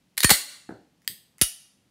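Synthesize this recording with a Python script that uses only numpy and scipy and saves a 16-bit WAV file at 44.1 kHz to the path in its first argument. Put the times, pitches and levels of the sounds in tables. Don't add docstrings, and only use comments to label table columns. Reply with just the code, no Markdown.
import sys
import numpy as np
from scipy import signal
from scipy.fft import rfft, irfft, next_fast_len
from scipy.io import wavfile
from scipy.ndimage import uniform_filter1d, minimum_filter1d

SR = 44100
rng = np.random.default_rng(int(sys.argv[2]) if len(sys.argv) > 2 else 0)


def store_wav(level_fs):
    pcm = np.round(np.clip(np.atleast_2d(level_fs), -1, 1) * 32767)
    wavfile.write(sys.argv[1], SR, pcm.T.astype(np.int16))


N = 83790


def undb(db):
    return 10 ** (np.asarray(db) / 20)


def curve(points, hz):
    p = np.array(points, float)
    return np.interp(np.log(hz + 0.0011), np.log(p[:, 0]), p[:, 1])


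def fade(t, t60):
    return np.exp(-np.log(1000) * t / max(t60, 1e-4))


def colour(x, points):
    size = 2 * next_fast_len(N)
    hz = np.arange(size // 2 + 1) * SR / size
    gain = undb(curve(points, hz))
    gain = gain / np.sqrt(np.mean(gain ** 2))
    cepstrum = irfft(np.log(gain))
    cepstrum[1:size // 2] *= 2
    cepstrum[size // 2 + 1:] = 0
    response = np.exp(rfft(cepstrum))
    return irfft(rfft(x, size) * response)[:N]


def add(out, start, sound):
    i = int(max(start, 0) * SR)
    out[i:] += sound[:N - i]


def cracks(hits, points):
    t, out = np.arange(N) / SR, np.zeros(N)
    for start, db, t60 in hits:
        burst = fade(t, t60) * rng.standard_normal(N)
        add(out, start, undb(db) * burst)
    return colour(out, points)


def rings(hits, modes, ring_db):
    t, out = np.arange(N) / SR, np.zeros(N)
    waves = np.array([undb(db) * fade(t, t60) * np.exp(2j * np.pi * hz * t) for hz, db, t60 in modes])
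    for start, db, _ in hits:
        phases = np.exp(2j * np.pi * rng.random(len(modes)))
        add(out, start, undb(db + ring_db) * (phases @ waves).imag)
    highpass = signal.butter(4, .5 * modes[0][0], "high", fs=SR, output="sos")
    return signal.sosfilt(highpass, out)


def air():
    # (frequency [Hz], relative level [dB])
    air_colour = [(25, -23.5), (60, -10), (110, -5), (200, -2), (400, -14.5), (650, -17.5), (1400, -23),
                  (3000, -22), (6000, -26.5), (12000, -31.5), (16000, -41)]
    level_db = -68
    return undb(level_db) * colour(rng.standard_normal(N), air_colour)


def room(x):
    # (frequency [Hz], decay t60 [s])
    room_t60 = [(100, 0.57), (400, 0.635), (1500, .54), (4000, 0.5758), (9000, 0.4758), (15000, 0.3363)]
    # (frequency [Hz], relative level [dB])
    room_colour = [(100, -8), (400, -5), (1000, -6), (2500, -1.5), (5000, 0.5), (10000, 0.5), (15000, -0.5)]
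    delay_s, early_t60_s, early_db = .004, 0.22, 6.5
    t, hz = np.arange(N) / SR, np.fft.rfftfreq(N, 1 / SR)
    noise, tail = rfft(rng.standard_normal(N)), np.zeros(N)
    for k, (_, t60) in enumerate(room_t60):
        share = curve([(f, j == k) for j, (f, _) in enumerate(room_t60)], hz)
        decay = fade(t, t60) + undb(early_db) * fade(t, early_t60_s)
        tail += irfft(noise * share, N) * decay
    response = np.zeros(N)
    add(response, delay_s, colour(tail, room_colour))
    response = response / np.sqrt(np.sum(response ** 2))
    return signal.fftconvolve(x, response)[:N]




def soft_bump():
    # (time [s], level [dB], decay t60 [s])
    bump = [(1.0955, -49, 0.17)]
    # (frequency [Hz], relative level [dB])
    bump_colour = [(40, -17), (110, 3.5), (350, -2.5), (550, -17.5), (1200, -38.5), (8000, -59.5)]
    x = cracks(bump, bump_colour)
    return np.array([x, undb(-4.5) * x])


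def slack():
    # (time [s], level [dB], decay t60 [s])
    clicks = [(1.019, -57.5, .012), (1.047, -54.5, .008), (1.383, -47.5, 0.0071), (1.391, -50, 0.025)]
    # (frequency [Hz], relative level [dB])
    slack_colour = [(200, -27.5), (900, -9), (2100, 2.5), (3500, -8.5), (9000, -9), (15000, -14)]
    x = cracks(clicks, slack_colour)
    return np.array([x, undb(1) * x])


def dummy_round():
    # (time [s], level [dB], decay t60 [s])
    landing = [(.691, -23.5, 0.021), (.7065, -32.5, 0.055), (.724, -38.5, 0.026), (.755, -44, .05)]
    # (frequency [Hz], relative level [dB])
    landing_colour = [(45, -22.5), (110, -0.5), (300, 1), (550, -4.5), (800, -10), (1050, -21.5),
                      (1600, -17), (2000, -27.5), (2400, -41.5), (6000, -53), (15000, -61)]
    x = cracks(landing, landing_colour)
    return np.array([x, undb(1.0) * x])


def catch():
    # (time [s], level [dB], decay t60 [s])
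    ticks = [(1.0772, -12.5, 0.0051)]
    # (frequency [Hz], relative level [dB])
    tick_colour = [(100, -52.5), (430, -32.5), (650, -10.5), (1100, -9.5), (1900, -0.5), (2500, -8.5),
                   (3200, 3), (4800, -5), (6600, -6.5), (8000, -1.5), (10000, -7.5), (11000, -0.5),
                   (13000, 2), (15500, -3.5)]
    # (frequency [Hz], relative level [dB], decay t60 [s])
    catch_modes = [(1830, -31.5, 0.16), (1900, -11, 0.016), (3210, -28, 0.054), (3293, -3, .01),
                   (4660, 2.5, .008), (7960, -4, 0.0056)]
    crack = cracks(ticks, tick_colour)
    ring = rings(ticks, catch_modes, ring_db=-3)
    return np.array([crack + ring, undb(-6) * crack + undb(-13) * ring])


def action():
    # (time [s], level [dB], decay t60 [s])
    snap = [(1.383, -41.5, 0.0068), (1.4135, -8, 0.0079), (1.4153, 2, .009), (1.4205, 1, .009),
            (1.4248, -11, 0.0071), (1.4293, -14.5, 0.013), (1.4345, -16.5, 0.022)]
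    # (frequency [Hz], relative level [dB])
    snap_colour = [(100, -49), (380, -28), (650, -12.5), (950, -17), (1400, -4.5), (2300, -4), (2900, 0),
                   (3700, -2), (4700, -3.5), (6000, -3.5), (6900, -3), (7600, -5.5), (9700, 6.5),
                   (12000, -6), (15500, -8)]
    # (frequency [Hz], relative level [dB], decay t60 [s])
    action_modes = [(680, -28, .3), (2865, -4, .2), (2990, -6, .3), (3803, -7, .1), (4700, -12, .3),
                    (8744, -5, .12), (9400, -4, .27), (9596, -2, .17), (9799, 0, .17), (10203, -1, .16),
                    (10415, -2, .16)]
    x = cracks(snap, snap_colour) + rings(snap, action_modes, ring_db=-31)
    return np.array([x, undb(-10) * x])


def thumps():
    # (time [s], level [dB], starting pitch [Hz], time to halve the pitch [s], decay t60 [s])
    blows = [(.2443, -5.5, 1000, 0.0011, .054), (0.313, -19.5, 300, .0035, 0.1),
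             (1.4148, -15, 1016, .0013, 0.088)]
    rise_s = .0015
    t, out = np.arange(N) / SR, np.zeros(N)
    for start, db, hz, halve, t60 in blows:
        turns = hz * halve * np.log1p(t / max(halve, 1e-4))
        envelope = (1 - np.exp(-t / rise_s)) * fade(t, t60)
        add(out, start, undb(db) * envelope * np.sin(2 * np.pi * turns))
    return np.array([out, undb(-40) * out])


def frame():
    # (time [s], level [dB], decay t60 [s]); the decay is not used here
    lock = [(.3115, -8.5, .01)]
    # (frequency [Hz], relative level [dB], decay t60 [s])
    frame_modes = [(185, -3, .05), (495, -2, .022), (798, 2.5, 0.029)]
    x = rings(lock, frame_modes, ring_db=0.5)
    return np.array([x, undb(-23.5) * x])


def slide():
    # (time [s], level [dB], decay t60 [s])
    pull_hits, stop_hits, slam_hits = [(.1698, -35, .02), (.1775, -16, .014), (.1807, -13, .009),
                                       (.189, -29, .02), (.205, -11.5, .009), (.2185, -29.5, 0.017),
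                                       (.2303, -17, .012), (.233, -7, .014), (.236, -9.5, .012)], [(.244, -9, .012), (.2453, -1.5, 0.02)], [(.293, -13, 0.015), (.295, -8.5, 0.018),
                                                                   (.3005, -17.5, 0.017),
                                                                   (.3033, 0.5, 0.02), (.306, 3, 0.013),
                                                                   (.3095, 1.5, 0.015), (.313, -1, 0.017),
                                                                   (.3183, -12, 0.018),
                                                                   (.331, -19.5, 0.022)]
    # (frequency [Hz], relative level [dB])
    pull_colour, stop_colour = [(100, -30.5), (400, -20), (1300, -9), (1900, 1.5), (3000, -3), (4200, 3),
                                (5300, -6.5), (9000, -3), (12000, -4), (15500, -11.5)], [(100, -26), (400, -13.5), (700, -6), (1200, -1.5),
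                                                     (1900, 4), (3000, -3), (6000, -3), (9300, -0.5),
                                                     (12000, -9), (15500, -10)]
    slam_colour = [(100, -29.5), (260, -8.5), (450, -10.5), (800, -3.5), (1200, -1), (2100, 3), (3200, -1),
                   (4300, 4), (5500, -4), (9500, 3), (12000, -4.5), (14600, -0.5), (15800, -12.5)]
    # (frequency [Hz], relative level [dB], decay t60 [s])
    open_modes, closed_modes = [(1833, -3, .17), (3130, -9, .08), (4280, -7, .17), (4376, -7, .17),
                                (6900, -10, .08), (8570, -9, .15), (9224, 2, .11), (9300, 0, .11),
                                (13590, -7, .14)], [(1831, -7, .25), (2230, -6, .15), (2835, -11, .3),
                                                    (4200, -6, .2), (4266, -6, .26), (4350, -2, .27),
                                                    (4540, -3, .27), (6973, -5, .1), (8700, -4, .2),
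                                                    (9200, -4, .15), (10165, -4, .22), (10510, -8, .25),
                                                    (14600, -2, .07)]
    pull = cracks(pull_hits, pull_colour) + rings(pull_hits, open_modes, ring_db=-26)
    stop = cracks(stop_hits, stop_colour) + rings(stop_hits, open_modes, ring_db=-16)
    slam = cracks(slam_hits, slam_colour) + rings(slam_hits, closed_modes, ring_db=-27)
    feed = undb(-7) * pull + undb(-10.5) * stop + undb(-4.0) * slam
    return np.array([pull + stop + slam, feed])


def scene():
    small_parts = soft_bump() + slack() + dummy_round() + catch()
    direct, feed = small_parts + action() + thumps() + frame() + slide()
    return (direct + room(feed) + air())[None]


def limiter(x):
    limit_db, sense_s, hold_s, release_s = -6, .002, .17, 0.028
    window, hold = int(sense_s * SR), int(hold_s * SR)
    power = np.abs(uniform_filter1d(x ** 2, window))
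    loudness_db = 10 * np.log10(power + 1e-12)
    gain_db = np.minimum(limit_db - loudness_db, 0)
    held = minimum_filter1d(gain_db, hold, origin=(hold - 1) // 2)
    pole = np.exp(-1 / (release_s * SR))
    recovering = signal.lfilter([1 - pole], [1, -pole], held)
    return x * undb(np.minimum(held, recovering))


def record(dry):
    ceiling, top_hz = .86, 15700
    rounded = ceiling * np.tanh(limiter(dry) / ceiling)
    lowpass = signal.ellip(10, .2, 90, top_hz, fs=SR, output="sos")
    return signal.sosfilt(lowpass, rounded)


dry = scene()
out = record(dry)
store_wav(out)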